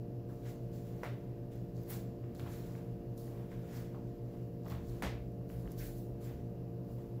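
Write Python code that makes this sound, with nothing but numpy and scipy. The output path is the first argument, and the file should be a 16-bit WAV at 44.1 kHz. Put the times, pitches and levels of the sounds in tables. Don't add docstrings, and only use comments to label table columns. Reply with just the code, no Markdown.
import sys
import numpy as np
from scipy import signal
from scipy.fft import rfft, irfft, next_fast_len
from scipy.io import wavfile
from scipy.ndimage import uniform_filter1d, map_coordinates

SR = 44100
rng = np.random.default_rng(int(sys.argv[2]) if len(sys.argv) > 2 else 0)


def field_ratio(decibels):
    return 10 ** (np.asarray(decibels, dtype=float) / 20)


def store_wav(level_fs):
    pcm = np.round(np.clip(np.atleast_2d(level_fs), -1, 1) * 32767)
    wavfile.write(sys.argv[1], SR, pcm.T.astype(np.int16))


N = 317520


def unit(x):
    return x / np.sqrt(np.mean(x ** 2) + 1e-20)


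def along(points, hz):
    f, v = np.transpose(points)
    return np.interp(np.log(hz + 1), np.log(f + 1), v)


def wobble(rate_hz):
    knots = rng.standard_normal(int(N * rate_hz / SR) + 4)
    return map_coordinates(knots, [np.arange(N) * rate_hz / SR])


def coloured(x, spectrum, causal=False):
    m = next_fast_len(len(x) // 2 + 4096) * 2
    gain = field_ratio(along(spectrum, np.fft.rfftfreq(m, 1 / SR)))
    if causal:
        cepstrum = irfft(np.log(gain + 1e-6), m)
        folded = np.r_[cepstrum[0], 2 * cepstrum[1:m // 2]]
        gain = np.exp(rfft(folded, m))
    return irfft(rfft(x, m) * gain, m)[:len(x)]


def rush(spectrum, grain_db=0, rate=200, patchy_db=0):
    grains = rng.standard_normal(N) * field_ratio(grain_db * wobble(rate))
    z = signal.stft(grains, nperseg=256)[2]
    field = uniform_filter1d(rng.standard_normal(z.shape), size=3, axis=0)
    field = uniform_filter1d(field, size=12, axis=1)
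    patchy = signal.istft(z * field_ratio(patchy_db * unit(field)), nperseg=256)[1][:N]
    return unit(coloured(patchy, spectrum))


def narrow(hz, width_hz):
    phase = 2 * np.pi * hz * np.arange(N) / SR
    return unit(wobble(width_hz) * np.cos(phase) + wobble(width_hz) * np.sin(phase))


def strokes(rows, shift_db):
    out = np.zeros(N)
    for (s, db, rise, fall, *_), extra_db in zip(rows, np.broadcast_to(shift_db, len(rows))):
        near = slice(max(round((s - 2 * rise) * SR), 0), round((s + 2 * fall) * SR))
        t = np.arange(N)[near] / SR - s
        out[near] += field_ratio(2 * (db + extra_db - 20 * np.maximum(-t / rise, t / fall)))
    return out


def resonances(rows):
    return sum(np.sqrt(strokes([(s, db, rise, fall)], 0)) * narrow(hz, width)
               for s, db, hz, width, rise, fall in rows)


MAINS_HZ, PUMP_HZ, PAIR_HZ = 60.0165, 57.7735, 172.27
# t/s, f/Hz
FAN_HZ = [(0.0, 463.06), (0.4, 463.35), (0.8, 462.55), (1.2, 462.22), (2.0, 463.17), (2.8, 461.94),
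          (3.2, 461.65), (3.6, 462.13), (4.0, 463.04), (4.4, 461.17), (4.8, 462.07), (5.2, 463.01),
          (5.6, 460.28), (6.0, 461.35), (6.4, 463.72), (6.8, 459.61), (7.2, 460.45)]
SWELL_S = .0167, .1559, .854
# multiple, level/dB rms
MAINS_TONES = [(1, -80), (2, -48), (4, -65.5)]
# multiple, level/dB rms
PUMP_TONES = [(1, -76.5), (2, -54.5), (3, -57), (4, -67.5), (5, -59.5), (6, -56), (7, -64), (9, -68.5)]
# multiple of slot tone / 11, added multiple of mains, level/dB rms
FAN_TONES = [(3, 0, -51), (6, 0, -68.5), (11, 0, -57), (11, 2, -63.5), (11, 4, -66), (10, 4, -83),
             (1, 0, -71)]
# f/Hz, level/dB rms, phase wander/rad
FAR_TONES = [(41.11, -61, .3), (54.27, -68, .5), (76.33, -68, .8), (187.6, -65, .6), (189.7, -57, .7)]


def machines():
    def tone(turns, db):
        return np.sqrt(2) * field_ratio(db) * np.cos(2 * np.pi * turns)

    t = np.arange(N) / SR
    pump_s, fan_s, pair_s = SWELL_S
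    mains = MAINS_HZ * t + 1 / 8
    pump = PUMP_HZ * (t - pump_s) + mains[round(pump_s * SR)]
    fan = np.cumsum(np.interp(t, *np.transpose(FAN_HZ))) / SR / 11
    fan = fan - fan[round(fan_s * SR)] + 2 * mains[round(fan_s * SR)] / 3
    pair = PAIR_HZ * (t - pair_s) + 3 * pump[round(pair_s * SR)]

    hum = sum(tone(k * mains, db) for k, db in MAINS_TONES)
    hum = hum + sum(tone(k * pump + (k > 3) * rng.random(), db) for k, db in PUMP_TONES)
    hum = hum + sum(tone(k * fan + m * mains + (k != 3) * rng.random(), db) for k, m, db in FAN_TONES)
    hum = hum + tone(pair, -57)
    return hum + sum(tone(hz * t + rng.random() + rad * wobble(1.18) / (2 * np.pi), db)
                     for hz, db, rad in FAR_TONES)


# f/Hz, level/dB rms, change rate/Hz
FLUTTER = [(241.1, -65.5, 12), (664, -75, 5), (2800, -92.5, 40), (347.7, -67, 8)]


def flutter():
    return sum(field_ratio(db) * narrow(hz, rate) for hz, db, rate in FLUTTER)


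# f/Hz, level/dB per Hz
VENT = [(15, -37), (26, -10), (38, -14), (49, -12), (60, -4), (72, -10.5), (98, -6), (124, -5), (236, -8),
        (420, -13), (600, -18), (760, -25.5), (1500, -43.5), (2200, -93)]
# f/Hz, level/dB per Hz
HISS = [(710, -17), (1200, -2), (1400, -19.5), (1540, -2.5), (2240, -9.5), (2810, -5.5), (3340, -14.5),
        (4430, -11), (4980, -10), (6520, -17.5), (7670, -18), (8640, -24), (12500, -8.5), (15800, -12.5)]


def air():
    return field_ratio(-50.5) * rush(VENT, grain_db=0.5, rate=2.67) + field_ratio(-74.5) * rush(HISS)


# f/Hz, level/dB per Hz
SHEEN = [(6000, -19), (9000, -7.5), (11000, -4), (13000, -2.5), (14300, -2), (15200, 2.5), (16500, -16.5)]
# f/Hz, level/dB per Hz
RUSTLE = [(2000, -25), (3800, 3), (4500, 3.5), (5500, 2.5), (6800, 2), (7350, 3.5), (8200, -4.5),
          (8900, -20), (11000, -27)]
# peak t/s, level/dB, rise/s, fall/s, sheen over rustle/dB
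SWEEPS = [(.5, -68.5, 0.097, 0.1, 2.2), (.765, -74, 0.08, 0.14, 4), (.876, -74, .08, 0.19, 2),
          (5.61, -75, .15, .15, 5), (1.02, -77, .35, 0.39, 2), (1.764, -74.5, .05, 0.67, -1),
          (1.935, -57.5, 0.068, 0.13, -0.5), (2.397, -69, 0.069, 0.19, 2.5), (2.523, -65.5, 0.11, 0.4, 2.5),
          (2.78, -72.5, 0.52, 0.08, -2), (3.27, -75, 0.23, .25, 2), (3.516, -75, 0.057, 0.37, 0),
          (3.77, -63.5, 0.17, 0.18, 0.5), (4.1, -82, 0.51, .3, -3), (4.346, -81, 0.31, 0.43, 2.2),
          (4.704, -67, 0.074, 0.14, 3), (4.89, -70, 0.14, 0.43, 1.5), (5.525, -77, 0.07, .12, 9),
          (5.725, -69.5, 0.1, 0.036, 1), (5.865, -64, 0.12, 0.1, 7), (5.982, -72.5, 0.081, 0.14, 8),
          (6.245, -69, 0.039, 0.17, 3.5), (6.906, -78, .1, 0.62, 4)]
# peak t/s, level/dB, fall/s, sheen over rustle/dB
FLICKS = [
    (.29, -78.5, 1.1, 2),
    (.456, -69, 0.21, -2.2),
    (.735, -71.5, 0.27, -1),
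    (1.52, -75.5, 0.34, 0),
    (1.903, -63.5, 0.084, 16),
    (2.352, -79, .2, 3),
    (3.18, -69.5, 0.38, 4.5),
    (5.497, -75, .3, 5),
    (5.785, -61, 0.26, 4.5),
    (6.215, -71, 0.32, 1),
]
FLICK_RISE_S = 0.021
STILL_DB = -98, -86.5, -84, -82.5


def cloth():
    sweeps = SWEEPS + [(s, db, FLICK_RISE_S, fall, bright_db) for s, db, fall, bright_db in FLICKS]
    bright_db = np.transpose(sweeps)[-1]
    sheen = np.sqrt(strokes(sweeps, bright_db) + field_ratio(2 * STILL_DB[0]))
    rustle = np.sqrt(strokes(sweeps, 0) + field_ratio(2 * STILL_DB[1]))
    out = sheen * rush(SHEEN, grain_db=0.5, rate=250, patchy_db=2.0)
    return out + rustle * rush(RUSTLE, grain_db=0.8, rate=180, patchy_db=1.5)


# f/Hz, level/dB per Hz
SCRAPE = [(900, -34), (1400, -0.5), (2000, -2), (2600, -6), (3500, -8.5), (5000, -27)]
# f/Hz, level/dB per Hz
DRAG = [(350, -41), (650, 5), (1000, 2), (1300, -3.5), (1900, -50)]
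# peak t/s, level/dB, rise/s, fall/s, drag over scrape/dB
SLIDES = [(.458, -65, .02, 0.19, 2.2), (.5, -67.5, 0.16, 0.089, -3), (.76, -75, 0.23, 0.27, -9),
          (.876, -74, 0.072, .3, -2), (1.01, -73, 0.41, 0.99, 7), (1.52, -70.5, .02, 0.24, -2.2),
          (1.78, -75, .06, .8, 3), (1.912, -57.5, 0.042, 0.17, 2), (2.402, -68, .012, 0.2, 2),
          (2.53, -65.5, 0.37, 0.62, 1.5), (2.78, -73.5, .4, 0.14, 8), (3.42, -70, 0.43, .2, 5.5),
          (3.516, -66, 0.025, 0.16, 0), (3.77, -62, 0.23, 0.24, -0.5), (4.14, -77, .4, 0.14, 4),
          (4.346, -74, 0.22, 0.28, 4), (4.718, -58.5, 0.039, 0.13, 6.5), (4.97, -70.5, 0.32, .3, 5),
          (5.497, -72.5, 0.022, 0.43, 2), (5.793, -67, .025, 0.25, -14), (5.822, -59, 0.053, 0.15, -7),
          (6.284, -65, 0.13, 0.19, 0), (6.978, -75.5, .03, .45, 6), (7.19, -85, .1, 0.16, 4)]
# peak t/s, level/dB, rise/s, fall/s
PIVOTS = [(.292, -65, .012, 0.31), (6.205, -68, .015, .3), (2.252, -70, 0.073, .3),
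          (2.465, -55, .04, 0.077), (3.127, -75, 0.046, 0.025), (3.27, -65, 0.14, 0.48),
          (3.95, -58, 0.03, 0.11), (4.662, -54, 0.02, 0.057), (5.651, -63, .06, 0.23),
          (6.562, -70, .08, .6), (6.906, -66, 0.15, 0.054)]
PIVOT_SCRAPE_DB = -15


def soles():
    drag_db = np.transpose(SLIDES)[-1]
    scrape_power = strokes(SLIDES, 0) + strokes(PIVOTS, PIVOT_SCRAPE_DB)
    drag_power = strokes(SLIDES, drag_db) + strokes(PIVOTS, 0)
    scrape = np.sqrt(scrape_power + field_ratio(2 * STILL_DB[2]))
    drag = np.sqrt(drag_power + field_ratio(2 * STILL_DB[3]))
    out = scrape * rush(SCRAPE, grain_db=-0.3, rate=220, patchy_db=0.5)
    return out + field_ratio(-1.5) * drag * rush(DRAG, grain_db=-0.5, rate=58)


# f/Hz, t60/s
HALL_T60 = [(300, 0.45), (1000, 0.31), (2500, 0.43), (5000, 0.33), (10000, 0.21)]


def hall_tail():
    hz, t, z = signal.stft(rng.standard_normal(SR), SR, nperseg=256)
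    decay = field_ratio(-60 * t / along(HALL_T60, hz)[:, None])
    late = signal.istft(z * decay, SR, nperseg=256)[1]
    late = late * (1 - np.exp(-np.arange(len(late)) / SR / .022))
    return late / np.linalg.norm(late)


# f/Hz, level/dB
CONTACT = [(700, 0), (1500, 0), (3500, -6), (7500, -7), (8900, -14), (11500, -6), (16000, -5)]
# t/s, peak level/dB, top f/Hz
PEELS = [(0.2908, -62, 7000), (2.241, -52, 3020), (2.396, -46.5, 1800), (2.4241, -52, 1800),
         (2.4626, -49, 1900), (2.468, -53, 1500), (2.476, -63, 2800), (2.479, -50, 2900),
         (2.7526, -46.5, 2820), (3.2793, -52.5, 2200), (3.5178, -49, 3000), (3.641, -57, 1600),
         (3.9469, -51, 1760), (3.9478, -59, 1790), (4.6662, -49, 2100), (4.6835, -47, 2400),
         (4.7204, -51, 2300), (4.726, -50, 1900), (4.7335, -52, 1400), (4.741, -55, 2000),
         (4.764, -54, 1900), (4.7498, -46, 4500), (5.4141, -60, 2000), (5.501, -46, 3180),
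         (5.6581, -52, 2100), (5.6764, -46.5, 3480)]
# t/s, peak level/dB, middle f/Hz
TAPS = [(1.5187, -64, 7500), (1.768, -55, 5400), (1.835, -57, 6500), (2.3555, -54, 5000),
        (2.3618, -57, 4300), (2.3675, -54, 6000), (2.3966, -46, 3700), (2.4035, -49, 2600),
        (2.4752, -53, 2600), (4.6353, -62, 5500), (4.6482, -60, 4300), (4.663, -56, 3300),
        (4.6785, -54, 4200), (4.7075, -50, 3400), (4.7128, -54, 5800), (4.7208, -52, 3700),
        (4.7532, -52, 3300), (4.6556, -55, 7000), (4.702, -49.5, 4180), (5.3204, -63, 8500),
        (5.4921, -58, 5070)]
# t/s, peak level/dB, bottom f/Hz
SNAPS = [(1.5359, -52, 4000), (1.5581, -55, 11000), (1.8273, -58.5, 12000), (1.8349, -50, 12000),
         (2.35, -46, 1200), (2.3966, -48, 6500), (3.1787, -44, 5060), (3.5167, -57, 5000),
         (4.6835, -46, 5500), (4.6986, -48, 6000), (4.7018, -48, 11500), (4.7216, -49, 10000),
         (5.719, -42.5, 5400)]
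PEEL_LOW_HZ, TAP_SPREAD, SNAP_TOP_HZ = 830, 1.42, 15500


def contacts():
    bands = [(s, db, PEEL_LOW_HZ, hz) for s, db, hz in PEELS]
    bands += [(s, db, hz, SNAP_TOP_HZ) for s, db, hz in SNAPS]
    bands += [(s, db, hz / TAP_SPREAD, hz * TAP_SPREAD) for s, db, hz in TAPS]
    out, t = np.zeros(N), np.arange(-200, 200) / SR
    for s, db, low_hz, high_hz in bands:
        width_hz = high_hz - low_hz
        cycles = width_hz * t
        snap = -np.cos(np.pi * (low_hz + high_hz) * t) * np.sinc(cycles) * np.exp(-(cycles / 2.5) ** 2)
        grit = (t > .0001) * rng.standard_normal(len(t)) * np.exp(-abs(t) / .0006)
        chatter = (t == 0) + (.03 + width_hz / 25000) * grit
        burst = coloured(np.convolve(snap, chatter, "same"), CONTACT)
        out[round(s * SR) - 200:][:400] += field_ratio(db + .5) * burst / abs(burst).max()
    return out + field_ratio(-5) * signal.fftconvolve(out, hall_tail())[:N]


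# peak t/s, level/dB, f/Hz, width/Hz, rise/s, fall/s
SQUEAKS = [(5.79, -64, 5550, 60, .012, .03), (5.812, -64, 2050, 900, .04, .1),
           (5.8, -65, 1560, 120, .02, 0.088), (5.848, -64, 8100, 280, .02, .02),
           (.47, -67, 1600, 600, .03, .08), (1.035, -57, 5600, 1200, 0.0027, .006),
           (2.397, -61, 2300, 300, .003, 0.011), (2.468, -65, 1400, 340, .015, .04),
           (3.53, -67, 1650, 300, .02, 0.1), (5.09, -55, 2050, 250, .01, .015),
           (5.0232, -50, 11000, 10000, .0012, .012), (.295, -69, 1500, 700, .006, .09)]


def squeaks():
    return resonances(SQUEAKS)


# t/s, peak level/dB, f/Hz, rise/s, t60/s
THUDS = [(.45, -62, 42, .04, 0.39), (1.88, -59, 61, .03, .3), (2.39, -46.5, 86.4, 0.014, 0.95),
         (2.428, -36, 140, 0.0092, 0.11), (2.7, -52, 40.4, .05, 0.57), (3.52, -49, 38.3, 0.046, 0.69),
         (4.68, -43, 77.6, .04, 0.85), (4.74, -46, 25, .03, .4), (4.83, -44, 45.6, .03, 1),
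         (4.89, -47, 66.4, .02, 0.4), (5.026, -43.5, 289, 0.0028, 0.18), (5.031, -40, 189, 0.0042, 0.22),
         (5.038, -38, 62.4, 0.023, 0.38), (5.17, -45, 60, 0.031, 0.96), (5.52, -43, 62, 0.018, .4),
         (5.638, -34.5, 53, 0.028, 0.29), (5.75, -46, 39.7, .03, .9), (6.1, -48, 49.8, 0.026, 0.47),
         (6.3, -46.5, 71.2, .03, 1)]


def floor():
    out, t = np.zeros(N + SR), np.arange(SR) / SR
    for s, db, hz, rise, t60 in THUDS:
        swing = field_ratio(db + 3.5 - 60 * t / t60) * np.sin(2 * np.pi * hz * t)
        out[round(s * SR):][:SR] += swing * (1 - np.exp(-(t / rise) ** 2))
    return out[:N]


SLAPS = [
    1.0316,
    5.0217,
]
# f/Hz, level/dB per Hz
PALM = [(150, -54), (400, 6.5), (700, 3.5), (1300, -2), (2000, -3), (2800, -8.5), (4000, -11.5),
        (7000, -16), (9500, -21), (12000, -16), (16000, -28)]
# pulse slope/dB per octave above 2 kHz, room level/dB, room slope/dB per octave,
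# flesh smack level/dB, pulse loss/dB per octave below 1.3 kHz
SLAP_TONES = [
    (-19, -9, -2.4, -46, -0.5),
    (-6, -2.5, 0.4, -30, 4.5),
]
# t/s, peak level/dB, push 1 or suction -1
PULSES = [
    [(1.034, -27, -1), (1.036, -30, -1), (1.0421, -32, -1), (1.0486, -35, -1), (1.0499, -37, -1),
     (1.0568, -34, -1), (1.0625, -34, -1), (1.0639, -37, -1), (1.0739, -36, -1), (1.0785, -39, -1)],
    [(5.0236, -26, 1), (5.0243, -35, -1), (5.0257, -32, 1), (5.0271, -31, 1), (5.0329, -30, 1),
     (5.0371, -29, 1), (5.0397, -27, -1), (5.0482, -33, -1), (5.0501, -36, -1), (5.0549, -36, 1),
     (5.0597, -45, -1), (5.0686, -39, 1), (5.0771, -38, 1), (5.0905, -45, 1)],
]
CRACK_DB, SMACK_RISE_S = -63.5, 0.001025


def slaps():
    def tilted(slope_db):
        return [(hz, db + slope_db * max(np.log2(hz / 2000), 0)) for hz, db in PALM]

    out, t = np.zeros(N + SR), np.arange(SR) / SR
    click = 1.0 * (np.arange(601) == 300)
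    for s, pulses, tones in zip(SLAPS, PULSES, SLAP_TONES):
        slope_db, room_db, room_slope_db, smack_db, thin_db = tones
        start = round(s * SR)
        palm = tilted(slope_db)
        thinned = [(hz, db + thin_db * min(np.log2(hz / 1300), 0)) for hz, db in palm]
        pulse = coloured(click, thinned)
        for at, db, sign in pulses:
            out[round(at * SR) - 300:][:601] += np.sign(sign) * field_ratio(db) * pulse / pulse.max()
        smack = field_ratio(smack_db) * rng.standard_normal(SR)
        smack = smack * np.exp(-t / 0.0087) * (1 - np.exp(-t / SMACK_RISE_S))
        room = field_ratio(room_db) * hall_tail()[:SR]
        crack = field_ratio(CRACK_DB) * np.diff(rng.standard_normal(SR + 1)) * np.exp(-t / 0.05)
        out[start:][:SR] += coloured(smack, palm, causal=True)
        out[start:][:SR] += coloured(room, tilted(room_slope_db), causal=True)
        out[start:][:SR] += crack
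    return out[:N]


# peak t/s, level/dB, f/Hz, width/Hz, rise/s, fall/s
SHUDDERS = [
    (4.78, -51, 45, 45, .07, 0.56),
    (5.05, -49, 65, 49.8, .04, 0.55),
    (5.72, -53, 40, 30, .1, .4),
    (6.95, -56, 55, 40, .3, 0.43),
]


def shudders():
    return resonances(SHUDDERS)


def scene():
    steady = machines() + flutter() + air()
    body = cloth() + soles() + contacts() + squeaks() + floor() + slaps() + shudders()
    return (steady + body)[None]


# f/Hz, level/dB
BAND_LIMIT = [(15700, 0), (15850, -32), (16400, -36), (16500, -90)]


def microphone(dry):
    stop = np.minimum(np.arange(N)[::-1] / 120, 1)
    return coloured(dry[0] * stop, BAND_LIMIT)[None]


def low_pass(x):
    return signal.sosfilt(signal.butter(12, 16450, fs=SR, output="sos"), x)


def record(dry):
    mix = microphone(dry)
    return low_pass(mix)


dry = scene()
out = record(dry)
store_wav(out)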